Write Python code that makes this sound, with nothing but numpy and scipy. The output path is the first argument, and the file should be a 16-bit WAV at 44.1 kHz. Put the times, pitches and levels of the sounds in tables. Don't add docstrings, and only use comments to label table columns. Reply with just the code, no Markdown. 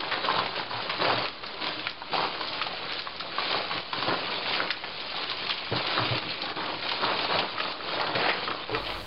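import sys
import numpy as np
from scipy import signal
from scipy.fft import rfft, irfft, next_fast_len
from scipy.io import wavfile
from scipy.ndimage import uniform_filter1d, map_coordinates

SR = 44100
rng = np.random.default_rng(int(sys.argv[2]) if len(sys.argv) > 2 else 0)


def store_wav(level_fs):
    pcm = np.round(np.clip(np.atleast_2d(level_fs), -1, 1) * 32767)
    wavfile.write(sys.argv[1], SR, pcm.T.astype(np.int16))


N = 399546

# (time [s], level [dB], pitch [Hz])
KICKS = [(0.034, -20, 1080), (0.286, -9, 1035), (0.3, -10, 1065), (0.363, -13.5, 930), (0.389, -8, 1080),
         (0.595, -17, 940), (0.711, -19, 1015), (0.73, -24, 970), (0.801, -19, 930), (0.897, -20.5, 1150),
         (1.02, -14.5, 650), (1.046, -18, 527), (1.081, -14, 736), (1.101, -11.5, 920), (1.106, -16, 1060),
         (1.128, -20, 880), (1.181, -18, 644), (1.432, -29, 1150), (1.871, -27, 1370), (2.018, -21.5, 960),
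         (2.132, -20, 895), (2.14, -15, 810), (2.15, -15, 700), (2.179, -14.5, 1000), (2.195, -16.5, 810),
         (2.228, -16, 890), (2.238, -17, 1150), (2.247, -17, 980), (2.41, -17.5, 1020), (2.614, -14, 1260),
         (2.666, -16.5, 810), (2.734, -24, 726), (3.071, -18.5, 1116), (3.206, -20.5, 1320),
         (3.383, -13.5, 1136), (3.545, -15, 1130), (3.711, -17, 1110), (3.93, -15, 1040),
         (4.025, -16, 1100), (4.082, -15, 574), (4.244, -32, 920), (4.334, -23.5, 689),
         (4.602, -11.5, 1410), (4.706, -17.5, 1400), (4.837, -25.5, 870), (5.143, -22.5, 800),
         (5.316, -23, 1030), (5.497, -18, 1196), (5.723, -16, 514), (5.977, -11.5, 1300),
         (6.122, -18.5, 640), (6.18, -25, 900), (6.438, -26, 610), (6.502, -23, 781), (6.916, -18, 1020),
         (7.031, -14.5, 1100), (7.04, -13.5, 945), (7.247, -19, 910), (7.354, -15, 625), (7.58, -19, 1280),
         (7.603, -18, 1260), (7.653, -22.5, 1230), (7.805, -22, 1320), (7.888, -21.5, 1230),
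         (7.997, -20, 756), (8.012, -16, 935), (8.358, -29, 948), (8.476, -17, 1290), (8.512, -15, 1240),
         (8.694, -19, 524), (8.71, -29, 1280), (8.747, -19, 1290), (8.893, -24, 960)]
# (time [s], level [dB], pitch [Hz], length [s])
STICK_SLIPS = [(0.004, -19, 3590, 0.0057), (0.1141, -18, 1710, 0.028), (0.2527, -20, 3250, 0.0072),
               (0.388, -22, 3280, .006), (0.4604, -22, 2630, 0.0099), (0.731, -27, 3330, 0.0022),
               (0.895, -18.5, 2400, 0.016), (1.047, -16.5, 1770, 0.0095), (1.181, -19, 3400, .002),
               (1.2561, -15, 2700, 0.0024), (1.285, -19, 3820, 0.0023), (1.4355, -25.5, 2830, 0.0089),
               (1.464, -24.5, 4830, 0.0066), (1.642, -20, 3200, 0.0037), (1.669, -16, 3230, 0.0023),
               (1.794, -22, 2620, 0.0049), (1.8698, -12.5, 1970, 0.0025), (1.8965, -20, 4230, 0.0035),
               (1.9114, -22.5, 3310, 0.0041), (2.153, -21, 4000, 0.0086), (2.2594, -27, 4450, .006),
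               (2.4109, -23, 4660, .005), (2.4717, -23, 4260, 0.0036), (2.484, -21, 3890, 0.0036),
               (2.5309, -20, 3400, .005), (2.6155, -17.5, 2800, 0.012), (2.6657, -22.5, 3500, 0.0063),
               (2.9204, -22, 4640, 0.0055), (2.9344, -20, 4540, 0.0027), (2.9937, -21, 4370, 0.0063),
               (3.02, -20, 4200, .001), (3.1638, -22, 5300, 0.0014), (3.1981, -20, 4030, 0.009),
               (3.527, -15, 3300, 0.0032), (3.714, -22, 2760, 0.0044), (3.7793, -16.5, 3200, 0.0014),
               (3.802, -24, 3460, .001), (3.9308, -19.5, 3180, 0.0061), (4.0255, -17, 3670, 0.0036),
               (4.4298, -24, 3200, 0.0044), (4.535, -17, 3130, 0.0067), (4.552, -19, 2650, 0.0046),
               (4.6024, -27, 1890, .002), (4.6743, -23.5, 2460, .005), (4.7051, -13, 2100, 0.0043),
               (4.7118, -14.5, 4300, 0.0031), (4.838, -24, 1830, 0.011), (5.003, -20, 4000, 0.0018),
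               (5.165, -23, 4200, 0.0086), (5.237, -21, 3400, 0.0063), (5.2985, -17.5, 3780, 0.003),
               (5.3065, -21, 4300, .002), (5.3154, -18, 3000, 0.0025), (5.3707, -22, 4480, .002),
               (5.4665, -19, 2870, 0.0058), (5.4945, -14.5, 3450, 0.0038), (5.504, -14.5, 2860, 0.009),
               (5.5777, -23, 3070, 0.011), (5.7601, -19.5, 3750, 0.021), (5.866, -18, 2950, 0.012),
               (5.931, -21, 3800, .005), (6.054, -19.5, 2930, 0.0054), (6.1805, -14, 2900, .003),
               (6.4186, -16.5, 4050, 0.0035), (6.4556, -20.5, 3660, 0.0045), (6.4994, -24, 3240, 0.0033),
               (6.661, -22.5, 3050, 0.0031), (6.74, -26, 2770, .006), (6.8886, -16, 3300, 0.0087),
               (6.914, -17.5, 3780, 0.0069), (7.0424, -21.5, 3700, 0.012), (7.19, -17, 2760, 0.0043),
               (7.2454, -17, 3360, 0.0034), (7.388, -13, 2940, 0.0064), (7.601, -16, 2500, 0.0097),
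               (7.722, -22, 3880, 0.0033), (7.93, -23, 2560, 0.0076), (7.9993, -18, 2400, 0.0029),
               (8.0134, -20, 4170, 0.002), (8.0681, -21, 2980, 0.0089), (8.1519, -20, 2030, 0.013),
               (8.287, -19, 2200, 0.0076), (8.2966, -17, 2300, 0.0097), (8.3584, -20.5, 1970, 0.0026),
               (8.477, -25, 2810, .004), (8.5044, -21, 2940, 0.0057), (8.7485, -15, 2380, 0.002),
               (8.86, -22.5, 2720, 0.012), (8.9024, -24, 2080, 0.002)]
# (time [s], level [dB], scrabbling [s], floor over wall [dB])
LANDINGS = [(0.379, -39, 0.049, 9), (0.74, -41, 0.04, 8.5), (1.078, -30, 0.13, 3), (1.769, -33.5, .03, -5),
            (3.771, -36, 0.024, 5), (3.983, -36, .03, 2), (4.08, -23.5, 0.046, -6), (5.714, -21, 0.05, 0),
            (5.995, -22.5, .06, 6), (6.105, -25, 0.024, 7.5), (6.156, -26, 0.011, -7),
            (6.25, -29, 0.06, -7), (6.567, -33.5, 0.25, -9), (7.049, -32.5, 0.13, 4.5),
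            (7.353, -46, 0.031, 15), (8.151, -32, 0.082, 6), (8.714, -29, .06, 1)]
# (frequency [Hz], level [dB])
SOFT_BLOW = [(40, -36.5), (75, -7), (100, -5), (140, 2), (300, -3.5), (700, 2), (1500, -33)]

FLOOR_HZ, FLOOR_WIDTH_HZ = 117.1, 31
SAG_DB_PER_S = 0.5


def amp(db):
    return 10 ** (np.asarray(db) / 20)


def unit(x):
    return x / np.sqrt(np.mean(x ** 2) + 1e-20)


def along(points, hz):
    f, v = np.transpose(points)
    return np.interp(np.log(hz + 1), np.log(f + 1), v)


def curves(rows):
    s, *cols = np.transpose(rows)
    return [np.interp(np.arange(N) / SR, s, c) for c in cols]


def add(track, s, sound):
    part = track[max(round(s * SR), 0):][:len(sound)]
    part += sound[:len(part)]


def filtered(x, response):
    size = next_fast_len(len(x) + SR // 4)
    spectrum = rfft(x, size) * response(np.fft.rfftfreq(size, 1 / SR))
    return irfft(spectrum, size)[:len(x)]


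def coloured(x, spectrum):
    return unit(filtered(x, lambda hz: amp(along(spectrum, hz))))


def resonance(f, hz, width):
    return 1j * f * width / (hz * hz - f * f + 1j * f * width)


def heap(scraping, tumbling):
    # (frequency [Hz], level [dB])
    scrape_colour = [(400, -33.5), (1100, -2), (1700, -2.5), (2400, 4), (3300, 1.5), (4400, 2.5),
                     (5000, -0.5), (6000, -25.5)]
    # (frequency [Hz], level [dB])
    tumble_colour = [(80, -35.5), (200, -14.5), (350, -5.5), (520, -2), (800, -2), (1100, -1), (1400, -3.5),
                     (1800, -9.5), (3000, -10), (6000, -44.5)]
    slide = clumps(rate=110, depth_db=0.07) * jams()

    ticks = grains(count=20000, low_hz=1210, high_hz=5985, life=0.0028, spread_db=2.1, cap=5)
    chirps = grains(count=2000, low_hz=2926, high_hz=5210, life=0.042, spread_db=1.5, cap=3.8)
    deep_hiss = rng.standard_normal(N)
    scrape = coloured(ticks + amp(-5.5) * chirps + amp(-4) * deep_hiss, scrape_colour)
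    scrape = patchy(scrape, depth_db=0.8)

    knocks = grains(count=13000, low_hz=214, high_hz=2018, life=0.0093, spread_db=1.0, cap=7.4)
    tumble = patchy(coloured(knocks, tumble_colour), depth_db=1.5)
    foam = amp(-1.38) * scraping * scrape + amp(-1.32) * tumbling * tumble

    patter = coloured(rng.standard_normal(N), SOFT_BLOW)
    wall_paws, floor_paws = np.zeros(N), np.zeros(N)
    for s, db, length, floor_db in LANDINGS:
        push = amp(db) * stroke(s, length, -SAG_DB_PER_S, release_t60=0.15)
        wall_paws += push
        floor_paws += push * amp(floor_db)
    wall = np.hypot(amp(-11.5) * tumbling, amp(-13) * wall_paws)
    floor = np.hypot(amp(-38.5) * tumbling ** 0.58, amp(-18) * floor_paws)
    drumming = wall * unit(tub(patter)) + floor * unit(tub_floor(patter))
    return slide * foam + halts() * drumming


def stirring():
    # (start [s], length [s], scraping level [dB], tumbling over scraping [dB])
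    shoves = [(0.118, 0.062, -41, 5), (0.236, 0.018, -30, 0.5), (0.29, 0.11, -32.5, 0.5),
              (0.428, 0.038, -38, 0), (0.551, 0.056, -36, 0), (0.727, 0.13, -42, 4),
              (0.89, 0.096, -37.5, -1.5), (1.001, 0.13, -29.5, 3), (1.147, 0.1, -32, 0.5),
              (1.427, 0.041, -46, 5), (1.493, 0.13, -50, 3), (1.613, 0.084, -33, -1.5),
              (1.717, 0.16, -39.5, -2), (2.123, .13, -30, -1), (2.388, 0.26, -37.5, -6.5),
              (2.664, 0.25, -39, -3.5), (2.902, 0.15, -34, -8.5), (3.37, 0.12, -32.5, -5),
              (3.496, 0.081, -32, 0.5), (3.72, 0.058, -35.5, 1), (3.929, 0.17, -36.5, 0.5),
              (4.07, 0.054, -34, 8), (4.136, 0.24, -40, -4), (4.45, 0.13, -30, -10), (4.542, 0.11, -41, 7),
              (4.84, 0.031, -48, 10.5), (4.967, 0.16, -41, -18), (5.148, 0.096, -36.5, -2),
              (5.275, 0.039, -35.5, -4.5), (5.39, 0.07, -36, -5), (5.495, 0.029, -32.5, -15),
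              (5.721, 0.084, -34, 2), (5.842, 0.12, -30, -3.5), (5.971, 0.017, -33, 7.5),
              (6.009, 0.19, -31, -3.5), (6.286, 0.026, -31.5, -28), (6.42, 0.1, -39.5, 3),
              (6.552, 0.19, -44.5, 9.5), (6.82, 0.15, -34.5, -1.5), (7.008, 0.12, -31.5, 3),
              (7.155, 0.093, -30, -3.5), (7.291, 0.11, -30.5, 2.5), (7.402, 0.043, -44, 10),
              (7.575, 0.14, -36.5, -6), (7.873, 0.14, -37, -1), (7.965, 0.14, -43, 10),
              (8.142, 0.15, -33, 3.5), (8.344, 0.12, -38.5, -0.5), (8.482, 0.02, -45.5, 12.5),
              (8.71, 0.093, -39.5, 2.5), (8.84, 0.1, -37.5, -9.5)]
    # (time [s], scraping level [dB], tumbling over scraping [dB])
    burrowing = [(0, -35.5, 0), (1.0, -36, -2.5), (1.4, -41.5, -1.5), (1.6, -39, -3.5), (1.98, -41.5, -2.5),
                 (2.3, -36, -1), (3.1, -42, -1), (3.6, -33, -2.5), (3.87, -36, -5), (4.35, -32, -2.5),
                 (4.8, -37, -5.5), (5.6, -35.5, -5.5), (6.4, -36.5, -3.5), (7.25, -36, -3),
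                 (7.77, -37, 1.5), (8.3, -35, 0), (8.66, -38.5, 0), (9.06, -40, 2.5)]
    rest_s, rest_db = 0.069, -1
    rest = sum(stroke(s + length, rest_s, 0) for s, length, *_ in shoves)
    burrow_db, hollow_db = curves(burrowing)
    burrow_db = burrow_db + rest_db * np.minimum(rest, 1)
    scraping_power = amp(burrow_db) ** 2
    tumbling_power = amp(burrow_db + hollow_db) ** 2
    for s, length, db, tumble_db in shoves:
        push = amp(db) * stroke(s, length, -SAG_DB_PER_S)
        scraping_power = scraping_power + push ** 2
        tumbling_power = tumbling_power + (amp(tumble_db) * push) ** 2
    return np.sqrt([scraping_power, tumbling_power]) * halts()


def stroke(start, length, slope_db, release_t60=0.25):
    attack_s = 0.02
    gain, t = np.zeros(N), np.arange(int((length + release_t60) * SR)) / SR
    hold_db = slope_db * np.minimum(t, length)
    release_db = -60 * np.maximum(t - length - attack_s / 2, 0) / release_t60
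    add(gain, start - attack_s / 2, np.minimum(t / attack_s, 1) * amp(hold_db + release_db))
    return gain


def halts():
    # (start [s], length [s], dip [dB])
    stops = [(0.642, .06, -4.5), (1.294, 0.14, -2.5), (1.916, 0.16, -2.5), (3.015, 0.046, -8),
             (3.809, 0.12, -4.5), (4.726, 0.15, -2.5), (6.192, 0.03, -7.5), (6.53, 0.033, -7.5),
             (7.724, 0.12, -4), (8.65, 0.037, -4.5), (9.02, 0.045, -6)]
    edge_s = 0.0062
    dips = []
    for s, length, db in stops:
        corners = [(s - edge_s, 0), (s, db), (s + length - edge_s, db), (s + length, 0)]
        dips.append(curves(corners)[0])
    return amp(sum(dips))


def jams():
    jam_s, jam_db = 0.025, -0.8
    jam, ramp = np.zeros(N), np.linspace(0, 1, int(jam_s * SR))
    for s, *_ in list(KICKS) + list(STICK_SLIPS):
        add(jam, s - jam_s, ramp)
    return amp(jam_db * np.minimum(jam, 1))


def clumps(rate, depth_db):
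    knots = rng.standard_normal(N // 50)
    return unit(amp(depth_db * map_coordinates(knots, [np.arange(N) * rate / SR], mode="wrap")))


def grains(count, low_hz, high_hz, life, spread_db, cap):
    when, tone, size, sign = rng.random((count, 4)).T
    t = np.arange(min(int(life * SR), 5000000 // count)) / SR
    strength = np.sign(sign - 0.5) * amp(abs(spread_db) * np.minimum(-np.log(1 - size), cap))
    pitch = low_hz + (high_hz - low_hz) * tone
    rings = strength[:, None] * np.sin(2 * np.pi * pitch[:, None] * t) * amp(-60 * t / life)
    where = (when * N).astype(int)[:, None] + np.arange(len(t))
    return unit(np.bincount(where.ravel(), rings.ravel(), N)[:N])


def patchy(x, depth_db, size=5):
    z = signal.stft(x, nperseg=512)[2]
    field = uniform_filter1d(rng.standard_normal(z.shape), size, axis=0)
    field = uniform_filter1d(field, size, axis=1)
    return unit(signal.istft(z * amp(depth_db * unit(field)), nperseg=512)[1][:N])


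def tub(x):
    # (frequency [Hz], width [Hz], level [dB])
    wall_modes = [(181.6, 53, -1.5), (271, 35, -3.5), (308.3, 21, 5.5), (371.6, 10, 3), (487, 130, -12)]
    return filtered(x, lambda f: sum(amp(db) * resonance(f, hz, width) for hz, width, db in wall_modes))


def tub_floor(x):
    return filtered(x, lambda f: resonance(f, FLOOR_HZ, FLOOR_WIDTH_HZ) ** 2)


def strays(gain, count, over_db, spread_db, low_hz, high_hz):
    when, size, tone = rng.random((count, 3)).T
    db = 20 * np.log10(gain[(when * N).astype(int)]) + over_db - spread_db * size
    return list(zip(when * N / SR, db, low_hz + (high_hz - low_hz) * tone))


def taps(rows, t60=0.016, second_db=-6, crack_db=-14, rise=0.0007, rebound_db=-9):
    track, t = np.zeros(N), np.arange(SR // 16) / SR
    fade = (1 - np.exp(-t / rise)) * amp(-60 * t / t60)
    for s, db, hz in rows:
        for order, (gap, detune, upper) in enumerate(rng.random((3, 3))):
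            pitch = hz * (1 + 0.031 * order * (detune - 0.5))
            upper_pitch = pitch * (1.2 + 0.3 * upper)
            ring = np.sin(2 * np.pi * pitch * t) + amp(second_db) * np.sin(2 * np.pi * upper_pitch * t)
            tick = amp(crack_db) * rng.standard_normal(len(t))
            delay = rise + order * (0.0067 + 0.0039 * gap)
            add(track, s + delay, amp(db + 1.5 + order * rebound_db) * (ring + tick) * fade)
    return track


def snaps(rows, count=32, first_db=-4, later_db=-1, spread_db=9, crumble_db=-19, crumble_t60=0.091):
    slips_per_s, top_hz = 1100, 5750
    width_share = 0.5
    track, t = np.zeros(N), np.arange(SR // 12) / SR
    for s, db, hz, length in rows:
        run = np.zeros(len(t))
        run[0] = amp(first_db)
        for order, (scatter, size, sign) in enumerate(rng.random((count, 3))):
            delay = (order + 0.5 + scatter) / slips_per_s
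            slip = np.sign(sign - 0.5) * amp(later_db - spread_db * size)
            add(run, delay, [(delay < length) * slip])
        peanut = lambda f: resonance(f, hz, width_share * hz) * (f < top_hz)
        crack = filtered(run, peanut)
        crumbs = unit(filtered(rng.standard_normal(len(t)) ** 3, peanut))
        settle = amp(crumble_db - 60 * np.maximum(t - length, 0) / crumble_t60)
        add(track, s, amp(db) * (crack / np.abs(crack).max() + crumbs * settle))
    return track


def thumps(t60=0.092, rise=0.022, wall_t60=0.01, boom_db=-9.0):
    track, t = np.zeros(N), np.arange(SR // 3) / SR
    boom = np.sin(2 * np.pi * FLOOR_HZ * t) * (1 - np.exp(-t / rise)) * amp(-60 * t / t60)
    boom = boom / np.abs(boom).max()
    for s, db, _, floor_db in LANDINGS:
        blow = coloured(rng.standard_normal(len(t)), SOFT_BLOW) * amp(-60 * t / wall_t60)
        rattle = tub(blow)
        rattle = rattle / np.abs(rattle).max()
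        add(track, s, amp(db + floor_db + boom_db) * boom + amp(db - 3) * rattle)
    return track


def rub(hz=2000, width_hz=800):
    slips = grains(count=9000, low_hz=995, high_hz=3600, life=0.0025, spread_db=3, cap=3)
    press = amp(-41.5) * stroke(start=8.15, length=0.16, slope_db=67)
    return press * unit(filtered(slips, lambda f: resonance(f, hz, width_hz)))


def squeaks(rough=0.15, rough_hz=150, rise=0.011, fade_t60=0.04):
    # (time [s], length [s], level [dB], starting pitch [Hz], glide [Hz per s])
    foam_squeaks = [(0.292, 0.026, -31, 1092, -1000), (0.375, 0.017, -28.5, 1042, 1498),
                    (0.707, 0.086, -39.5, 1013, -900), (8.722, 0.035, -32, 381, 2500),
                    (8.744, 0.03, -36, 1353, -7000)]
    track, t = np.zeros(N), np.arange(SR // 8) / SR
    for s, length, db, start_hz, glide in foam_squeaks:
        hz = start_hz + glide * np.minimum(t, length)
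        judder = rough * map_coordinates(rng.standard_normal(64), [t * rough_hz], mode="wrap")
        gain = np.minimum(t / rise, 1) * amp(db - 60 * np.maximum(t - length, 0) / fade_t60)
        add(track, s, gain * unit(np.sin(2 * np.pi * np.cumsum(hz) / SR + judder)))
    return track


def room(x, count=30):
    # (frequency [Hz], time to fall by 60 dB [s])
    decay = [(100, 0.33), (1000, 0.49), (5000, 0.31)]
    track, edges = np.zeros(N), np.linspace(0, N, count + 1).astype(int)
    for start, end in zip(edges, edges[1:]):
        hz, t, z = signal.stft(rng.standard_normal(SR // 3), SR, nperseg=256)
        fade = amp(-60 * t / along(decay, hz)[:, None])
        tail = signal.istft(z * fade, SR, nperseg=256)[1]
        answer = signal.fftconvolve(x[start:end], tail / np.linalg.norm(tail))
        add(track, start / SR + 0.002513, answer)
    return track


def quiet_room(mains_hz=49.7, octave_db=-7, drone_db=-3, drone_hz=60, drone_width_hz=50):
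    # (time [s], hum level [dB], hiss level [dB])
    fade_in = [(0, -120, -120), (8.66, -110, -100), (8.71, -55.5, -73.5), (8.82, -48, -62),
               (9.06, -45, -51.5)]
    # (frequency [Hz], level [dB])
    hiss_colour = [(30, 7), (500, -2.5), (3000, -9.5), (6000, -11), (15000, -13.5)]
    hum_db, hiss_db = curves(fade_in)
    phase = 2 * np.pi * mains_hz * np.arange(N) / SR
    drone = unit(filtered(rng.standard_normal(N), lambda f: resonance(f, drone_hz, drone_width_hz)))
    hum = unit(np.sin(phase) + amp(octave_db) * np.sin(2 * phase) + amp(drone_db) * drone)
    return amp(hum_db) * hum + amp(hiss_db) * coloured(rng.standard_normal(N), hiss_colour)


def scene(stray_length=0.0014):
    # (frequency [Hz], level [dB])
    rumble_colour = [(20, -4), (35, -5.5), (50, -1.5), (70, -4.5), (110, -2), (300, 0.5), (1000, -16),
                     (5000, -12.5)]
    rustle_top_hz = 5090
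    scraping, tumbling = stirring()
    stray_kicks = strays(tumbling, count=30, over_db=6.5, spread_db=5, low_hz=726, high_hz=1300)
    kicked = list(KICKS) + stray_kicks
    ticks = strays(scraping, count=220, over_db=0, spread_db=3.0, low_hz=2200, high_hz=4660)
    slipping = list(STICK_SLIPS) + [(*tick, stray_length) for tick in ticks]

    play = heap(scraping, tumbling) + rub() + squeaks() + taps(kicked) + snaps(slipping) + thumps()
    rumble = coloured(rng.standard_normal(N), rumble_colour)
    play = play + amp(-10.5) * room(play) + amp(-48.0) * rumble
    dull = filtered(play, lambda f: amp(-5 * np.minimum(f / rustle_top_hz, 1.5) ** 14))
    return (dull + quiet_room())[None]


def record(dry):
    top_hz = 15800
    return filtered(dry[0], lambda hz: hz < top_hz)[None] - 0.004


dry = scene()
out = record(dry)
store_wav(out)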